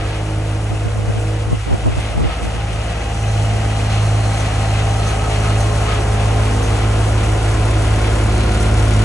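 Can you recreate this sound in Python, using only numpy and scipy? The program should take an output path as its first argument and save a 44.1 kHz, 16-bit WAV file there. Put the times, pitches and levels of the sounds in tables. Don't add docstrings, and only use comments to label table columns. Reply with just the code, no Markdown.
import sys
import numpy as np
from scipy import signal
from scipy.fft import rfft, irfft, next_fast_len
from scipy.io import wavfile
from scipy.ndimage import uniform_filter1d

SR = 44100
rng = np.random.default_rng(int(sys.argv[2]) if len(sys.argv) > 2 else 0)


def inscribe(sig):
    pcm = np.round(np.clip(np.atleast_2d(sig).T, -1, 1) * 32767)
    wavfile.write(sys.argv[1], SR, pcm.astype(np.int16))


N = 398663
T = np.arange(N) / SR
SIZE = next_fast_len(N, True)
FREQS = np.maximum(np.arange(SIZE // 2 + 1) * SR / SIZE, 1)
DRUM_RATIO, FAN_RATIO = .67533, .375

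# time in seconds, place (0 far off, 1 by the thresher, 2 beside the tractor).
WALK = [(0, -0.5), (1.4, -0.8), (3.6, 1.17), (5.2, 0.8), (7.4, 2), (9.04, 4)]
# time in seconds, metres to the tractor, metres to the thresher.
DISTANCE = [(0, 11.4, 10.6), (1.5, 10.8, 10.2), (2.7, 9.3, 10.1), (4.3, 8.5, 5.8), (5.3, 6.8, 5.7),
            (6.2, 6, 5.23), (7.4, 5.45, 5.16), (9.04, 3.9, 5.34)]
# frequency in Hz, coherence from 0 to 1, left lead in radians,
# left minus right in dB.
PORT_IMAGE = [(55, 1, 0, -0.3), (72, 1, 0, 0.6), (106, 1, 0, -1), (346, 0.98, 0.17, -3),
              (474, 0.94, 1.14, -3.5), (620, 0.15, 0.73, 5), (750, 0.42, 0, 2.5), (1090, 0.91, 0.6, 1.7),
              (1400, 0.72, 0.4, 1.5), (1870, 1, -1, -1), (2200, 0.76, 1.34, -3), (2620, 0.3, 1.2, 3.5),
              (3480, 0.37, 3, 6), (4070, 0.7, 5.5, -1), (4800, 0.25, 5, 0.5), (4970, 0.43, 3, -1),
              (5240, 0.27, 5.5, 0.5), (6450, 0.99, 6.5, 1.5), (7240, 0.97, 6.6, 0.5), (8350, 0.6, 7.5, 1),
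              (9800, 0.95, 6.5, 1), (10800, 0, 12.5, 0)]
# centre in seconds, half length in seconds, level in dB.
GUSTS = [(.76, 0.049, -37), (1.02, 0.1, -23.5), (1.58, 0.094, -22), (1.72, 0.045, -28.5),
         (1.9, 0.066, -22.5), (2.2, 0.083, -24.5), (2.53, 0.09, -31), (2.75, 0.027, -29), (3.5, .06, -45)]

# frequency in Hz, gain in dB.
WIND_EQ = [(25, -28), (50, -9), (100, -1), (200, -9), (450, -17.5), (1000, -27), (2500, -82)]
CHAFF_EQ = [(3800, -9.5), (5000, -2.5), (5500, -1.5), (6200, -1), (7200, -2), (8300, -1.5), (9500, -3),
            (10500, -3.5), (11100, -9), (15000, -54)]
CROP_EQ = [(1200, -3), (1700, -2.5), (2000, 0.5), (2300, 2), (2800, -1), (3300, -2.5), (3700, -3.5),
           (4200, -8), (4700, -8.5), (6500, -18.5)]
PANEL_EQ = [(650, -33), (900, 6), (980, -1.5), (1080, 4), (1170, 1), (1270, 3.5), (1430, -3.5), (1600, -1),
            (2300, -12.5)]
DRUM_EQ = [(330, -19.5), (500, -1), (600, -1), (690, 1), (780, -2), (860, -7), (1200, -22)]
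BLOCK_EQ = [(20, -26), (42, -32), (65, 0), (100, -8), (150, -6), (220, -10), (330, -11), (450, -21.5),
            (800, -60)]
# pitch in Hz, width in Hz, level in dB.
SPOUT_MODES = [(4160, 520, -2), (6080, 1200, 1), (7660, 1500, -4)]
SHEET_MODES = [(1270, 88, 2.5), (1585, 66, -3.5), (1933, 160, -2.5), (2503, 92, -1), (2845, 130, -1),
               (3150, 200, -4.5)]
GUARD_MODES = [(1606, 45, -4), (2050, 44, -2.5), (2540, 50, 1), (2690, 55, -0.5), (2930, 53, 0.5)]
COVER_MODES = [(1074, 7.2, 6.5), (1247, 29, -23), (1420, 90, 3)]

# time in seconds, ring peak in dB, spray peak in dB.
STRIKES = [(1.1947, -50, -43), (1.9994, -46, -40), (2.4294, -49, -41), (2.7267, -48, -42),
           (3.2794, -38, -49), (4.4, -39.5, -43), (5.072, -32, -37), (5.605, -33, -35), (6.635, -35, -41),
           (7.2394, -45, -41.5), (8.6194, -42, -38)]
# centre in seconds, half length in seconds, level in dB.
WHISTLES = [(3.35, .09, -50.5), (3.95, .14, -45.5), (4.28, .11, -46), (4.62, .09, -46.5),
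            (5.05, .06, -45.5), (5.5, .2, -48), (8.5, .25, -47.5)]
# centre in seconds, half length in seconds, change in dB.
FEED_CHANGES = [(2.18, 0.076, -1), (3.184, 0.045, -2), (4.616, .05, 2), (5.715, 0.043, -0.5),
                (6.381, .08, -0.5)]
# centre in seconds, half length in seconds, grinding in dB,
# panel rattle in dB.
CLUMPS = [(.08, .1, -35.5, -38.5), (1.76, .08, -42, -48), (2.01, .06, -34, -41), (2.32, .055, -34, -42),
          (2.7, .35, -38.5, -45), (3.68, .12, -38, -44), (3.96, .09, -35, -39), (4.42, .07, -34, -42),
          (4.79, .05, -34, -41), (5.1, .05, -34.5, -41), (5.33, .04, -36, -44), (5.51, .045, -32.5, -35.5),
          (5.91, .055, -32, -31), (6.2, .04, -37, -43)]
# centre in seconds, half length in seconds, level in dB.
SHEET_SWELLS = [(2.4, 0.26, -42), (5.05, 0.087, -37), (5.25, 0.044, -34), (5.46, 0.03, -29),
                (5.92, 0.033, -29.5)]
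# multiple of the shaft rate, level beside the tractor in dB.
DRUM_ORDERS = [(1, -40), (4, -44), (5, -38.5), (6, -39), (8, -50), (9, -40), (10, -41.5), (20, -38.5)]
FAN_ORDERS = [(3, -38), (4, -45), (5, -30.5), (6, -48)]

# time in seconds, firing rate in Hz.
FIRING_RATE = [(0.0, 52.45), (0.6, 52.65), (1.3, 53.0), (2.0, 53.14), (2.7, 53.29), (3.4, 53.3),
               (4.1, 52.98), (4.8, 52.46), (5.5, 52.66), (6.3, 52.95), (7.3, 53.05), (8.2, 53.1),
               (9.04, 53.05)]
# time in seconds, level in dB.
DRONE_LEVEL = [(0, -22.5), (.8, -19.5), (1.56, -20), (1.68, -28), (2.1, -25), (2.33, -37), (2.6, -26),
               (3.08, -24), (3.26, -19), (4, -16), (5, -19), (7, -16.5), (8.3, -17.5), (8.55, -22),
               (8.75, -14.5), (9.04, -14.5)]
# multiple of the firing rate, then level in dB far off, by the thresher
ENGINE_ORDERS = [(3, -40, -32.5, -44), (4, -45.5, -41, -41), (5, -77, -44, -37.5), (6, -42.5, -46, -40.5),
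                 (7, -51.5, -48.5, -41), (8, -46, -44, -38), (9, -40, -42, -36), (10, -46, -64, -41),
                 (11, -44, -51, -39), (12, -45, -43.5, -53), (13, -44.5, -38, -47), (14, -73, -46, -42.5),
                 (17, -58, -53, -59), (19, -73, -69, -40), (20, -59, -52, -47.5), (22, -53, -52, -60),
                 (27, -51, -67, -50)]
# centre in seconds, half length in seconds,
# multiple of the firing rate, level in dB.
LOUD_SPOTS = [(0.21, 0.57, 6, -34.5), (0.18, 0.37, 3, -32.5), (0.32, 0.45, 8, -39.5), (.1, .3, 9, -44),
              (.6, 0.5, 5, -46), (0.36, 0.24, 11, -40), (0.14, 0.26, 17, -42), (1.25, 0.24, 9, -36),
              (1.2, 0.19, 8, -39), (1.32, 0.16, 6, -36.5), (2.5, 0.15, 9, -42.5), (2.6, .7, 15, -41.5),
              (3.4, 0.29, 9, -37), (3.8, 0.39, 13, -40), (3.6, .25, 8, -42), (3.6, 0.32, 4, -36.5),
              (4.25, 0.72, 5, -38), (4.6, 0.47, 3, -36), (5.58, 0.4, 5, -38.5), (6.6, 0.64, 3, -38),
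              (6.64, .3, 5, -34.5), (6.1, 0.44, 13, -38), (6.7, 0.55, 4, -35.5), (5.86, 0.44, 15, -33.5),
              (5.8, 1.1, 17, -51), (6.02, 0.98, 8, -33.5), (5.85, 0.75, 11, -37), (6.3, 0.52, 20, -46.5),
              (6.6, 0.26, 9, -33), (6.67, 0.48, 19, -40.5), (6.9, 0.38, 7, -39), (8, 0.75, 6, -33.5),
              (8.3, 0.33, 7, -33), (8.25, 0.098, 4, -29), (8.55, 0.14, 4, -28), (8.953, 0.12, 4, -30),
              (8.9, 0.31, 3, -33), (8.6, 0.2, 7, -33)]


def undb(db):
    return 10 ** (np.asarray(db) / 20)


def curves(table):
    times, *columns = np.transpose(table)
    return [np.interp(T, times, column) for column in columns]


def at_hz(table, hz):
    freqs, *columns = np.transpose(table)
    return [np.interp(np.log(hz), np.log(freqs), column) for column in columns]


def bell(centre_s, half_s):
    return np.exp(-((T - centre_s) / half_s) ** 2)


def swells(table):
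    return np.sqrt(sum(undb(2 * db) * bell(s, half) for s, half, db in table) + 1e-18)


def wander(rate):
    hold = max(int(SR / rate), 2)
    steps = np.random.default_rng(rng.integers(2 ** 31)).standard_normal(N // hold + 2)
    ramps = uniform_filter1d(np.repeat(steps, hold), hold)
    return np.sqrt(2) * uniform_filter1d(ramps, hold)[:N]


def flicker(db, rate):
    return undb(db * wander(rate))


def impacts(rate, spread_db):
    hit = rng.random((2, N)) < rate / SR
    size = np.clip(rng.standard_normal((2, N)), -2.2, 2.2)
    return hit * rng.standard_normal((2, N)) * undb(spread_db * size)


def bursts(turns, depth, decay):
    return 1 + depth * np.exp(-(turns % 1) / decay)


def eq(table):
    return undb(at_hz(table, FREQS)[0]) * (FREQS > table[0][0]) * (FREQS < table[-1][0])


def resonance(hz, width_hz):
    return 1 / (1 + 1j * (FREQS ** 2 - hz ** 2) / (FREQS * width_hz)) ** 2


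def resonances(modes):
    return np.sqrt(sum(np.abs(undb(db) * resonance(hz, width)) ** 2 for hz, width, db in modes))


def along_walk(place_db):
    return undb(np.interp(curves(WALK)[0], np.arange(len(place_db)), place_db))


def from_afar(metres, db, rolloff_db):
    return undb(db - rolloff_db * np.log2(metres / 5))


def overtone_gain(order, place_db):
    spots = swells([(s, half, db) for s, half, multiple, db in LOUD_SPOTS if multiple == order])
    return np.hypot(along_walk(place_db), spots)


def feed():
    return undb(sum(db * bell(s, half) for s, half, db in FEED_CHANGES))


def radiate(pair, response, far_diffuse_db=0.0):
    remoteness = np.maximum(1 - curves(WALK)[0], 0)
    direct, diffuse = rfft(np.array([pair[0], pair[1] * undb(far_diffuse_db * remoteness)]), SIZE)
    coherence, lead, balance_db = at_hz(PORT_IMAGE, FREQS)
    mid = np.sqrt(1 + coherence) * direct * response
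    side = np.sqrt(np.maximum(1 - coherence, 0)) * diffuse * response
    left = (mid + side) * undb(balance_db / 2)
    right = (mid - side) * undb(-balance_db / 2) * np.exp(-1j * lead)
    stereo = irfft(np.array([left, right]), SIZE)[:, :N]
    return stereo / np.std(stereo.mean(axis=0))


def tone(turns, gain, flutter=0., rate=6., scatter_rad=np.pi, drift_rad=0.):
    hz = turns[-1] / T[-1]
    _, lead, balance_db = at_hz(PORT_IMAGE, hz)
    angle = 2 * np.pi * (turns % 1)
    if drift_rad:
        angle += drift_rad * np.interp(T, np.arange(10), rng.standard_normal(10))
    if flutter:
        flutter *= 1 + hz / 1000
        angle += scatter_rad * rng.uniform(-0.99, 1) + flutter * wander(rate)
        gain = gain * np.abs(1 + flutter * wander(rate)) / np.hypot(1, flutter)
    stereo = [undb(side * balance_db / 2) * np.sin(angle + side * lead / 2) for side in (1, -1)]
    return gain * np.sqrt(2) * np.array(stereo)


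def wind(common_db=-11):
    eddies = irfft(rfft(rng.standard_normal((2, N)), SIZE) * eq(WIND_EQ), SIZE)[:, :N]
    common, opposed = eddies / np.std(eddies) * swells(GUSTS) * flicker(db=8.5, rate=35)
    return np.array([undb(common_db) * common + side * opposed for side in (1, -1)])


def strikes(decay_s=0.03, rise_s=0.0074):
    envelopes = [np.exp(-np.abs(T - s) / np.where(T < s, rise_s, decay_s)) for s, _, _ in STRIKES]
    ring_gain, spray_gain = undb(np.transpose(STRIKES)[1:]) @ np.array(envelopes)
    bits = impacts(24000, spread_db=1.4)
    ring = radiate(bits, resonance(hz=6300, width_hz=890)) * ring_gain
    spray = radiate(bits, resonance(hz=8500, width_hz=4500)) * spray_gain
    return ring + spray


def spout(drum):
    spray = impacts(24000, spread_db=1.2) * bursts(drum, depth=0.2, decay=0.15)
    hiss = radiate(spray, resonances(SPOUT_MODES)) * along_walk((-54, -42, -53))
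    whistle = radiate(spray, resonance(hz=4170, width_hz=430)) * swells(WHISTLES)
    return hiss + whistle * flicker(db=-1.5, rate=21)


def whine(firings, order=15):
    rough = flicker(db=3, rate=160)
    rough /= np.sqrt(np.mean(rough ** 2))
    turns = order * firings + .07 * wander(70)
    return tone(turns, overtone_gain(order, (-47, -35, -46)), flutter=.17, rate=12) * rough


def crop(drum, thresher_m):
    closeness = curves(WALK)[0] / 2
    cracks = impacts(12000, spread_db=1.8) * bursts(drum, depth=0.053 + 0.33 * closeness, decay=0.96)
    cracks *= flicker(db=1, rate=45)
    clumps = swells([(s, half, db) for s, half, db, _ in CLUMPS])
    grind = radiate(cracks, eq(CROP_EQ)) * np.hypot(from_afar(thresher_m, db=-34, rolloff_db=3.6), clumps)
    puffs = impacts(32000, spread_db=1.8) * bursts(drum, depth=0.2 + 0.27 * closeness ** 2, decay=0.12)
    puffs *= flicker(db=0.9, rate=48)
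    chaff = radiate(puffs, eq(CHAFF_EQ)) * from_afar(thresher_m, db=-37, rolloff_db=5.8)
    return grind * feed() + chaff


def sheets_and_guards(clump_ring_db=-11):
    clumps = swells([(s, half, db + clump_ring_db) for s, half, db, _ in CLUMPS])
    sheets = radiate(impacts(9000, spread_db=1.4), resonances(SHEET_MODES))
    sheets *= np.hypot(along_walk((-46.5, -40, -45)) * flicker(db=1.1, rate=9), clumps)
    ring = radiate(rng.standard_normal((2, N)), resonance(hz=1284, width_hz=48)) * swells(SHEET_SWELLS)
    pings = radiate(impacts(110, spread_db=1.9), resonances(GUARD_MODES))
    pings *= along_walk((-46.5, -42.5, -47))
    return (sheets + pings) * feed() + ring


def panel_rattle(chugs, thresher_m):
    shaking = rng.standard_normal((2, N)) * bursts(2 * chugs, depth=0.59, decay=0.13)
    shaking *= bursts(chugs, depth=0.24, decay=.3)
    clumps = swells([(s, half, db) for s, half, _, db in CLUMPS])
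    gain = np.hypot(from_afar(thresher_m, db=-32, rolloff_db=6.9), clumps)
    return radiate(shaking, eq(PANEL_EQ)) * gain


def drum_roar(thresher_m):
    roar = radiate(rng.standard_normal((2, N)), eq(DRUM_EQ), far_diffuse_db=-5)
    return roar * from_afar(thresher_m, db=-29, rolloff_db=4.4)


def shafts(firings, drum, tractor_m):
    hum_gain = from_afar(tractor_m, db=-24.5, rolloff_db=6.7)
    hum = tone(2 * drum, hum_gain)
    beaters = tone(3 * drum, along_walk((-41, -29, -37)))
    nearness = hum_gain / hum_gain.max()
    for turns, orders in ((drum, DRUM_ORDERS), (FAN_RATIO * firings, FAN_ORDERS)):
        for order, db in orders:
            hum += tone(order * turns, nearness * undb(db), flutter=.16)
    return hum + beaters


def engine_clatter(chugs, tractor_m):
    knocks = impacts(12000, spread_db=1.6) * bursts(chugs, depth=0.25, decay=0.27)
    rumble = radiate(knocks, eq(BLOCK_EQ)) * from_afar(tractor_m, db=-28.5, rolloff_db=4.2)
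    ring = radiate(knocks, resonances(COVER_MODES)) * from_afar(tractor_m, db=-38.5, rolloff_db=9.4)
    growl = radiate(impacts(12000, spread_db=1.2), resonance(hz=336, width_hz=194))
    return rumble + ring + growl * from_afar(tractor_m, db=-34.5, rolloff_db=10.3)


def exhaust(firings, chugs, tractor_m, dip):
    limp = 1 + 0.027 * np.cos(np.pi / 2 * firings)
    force = flicker(db=0.27, rate=22) * limp
    bass = tone(firings, from_afar(tractor_m, db=-18.5, rolloff_db=6))
    drone = tone(2 * firings, undb(curves(DRONE_LEVEL)[0]))
    overtones = np.zeros((2, N))
    for order, *place_db in ENGINE_ORDERS:
        gain = overtone_gain(order, place_db)
        overtones += tone(order * chugs, gain, flutter=.1, scatter_rad=1.8, drift_rad=1)
    return force * (bass + drone) + dip * overtones


def scene(gust_duck_db=-4, dip_db=-10):
    firings = np.cumsum(curves(FIRING_RATE)[0]) / SR
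    chugs = firings - .32
    drum = DRUM_RATIO * firings + 4 / 9
    tractor_m, thresher_m = curves(DISTANCE)
    gust = swells(GUSTS)
    duck = undb(gust_duck_db * gust / gust.max())
    dip = undb(dip_db * bell(1.61, half_s=.06))
    tractor = exhaust(firings, chugs, tractor_m, dip) + engine_clatter(chugs, tractor_m) * dip * duck
    machinery = shafts(firings, drum, tractor_m) + whine(firings) + drum_roar(thresher_m) * dip
    metalwork = panel_rattle(chugs, thresher_m) + sheets_and_guards()
    harvest = crop(drum, thresher_m) + spout(drum) + strikes()
    return tractor + machinery + metalwork + harvest + wind()


def record(dry):
    return signal.sosfilt(signal.ellip(10, .2, 80, 11300, fs=SR, output="sos"), dry)


dry = scene()
out = record(dry)
inscribe(out)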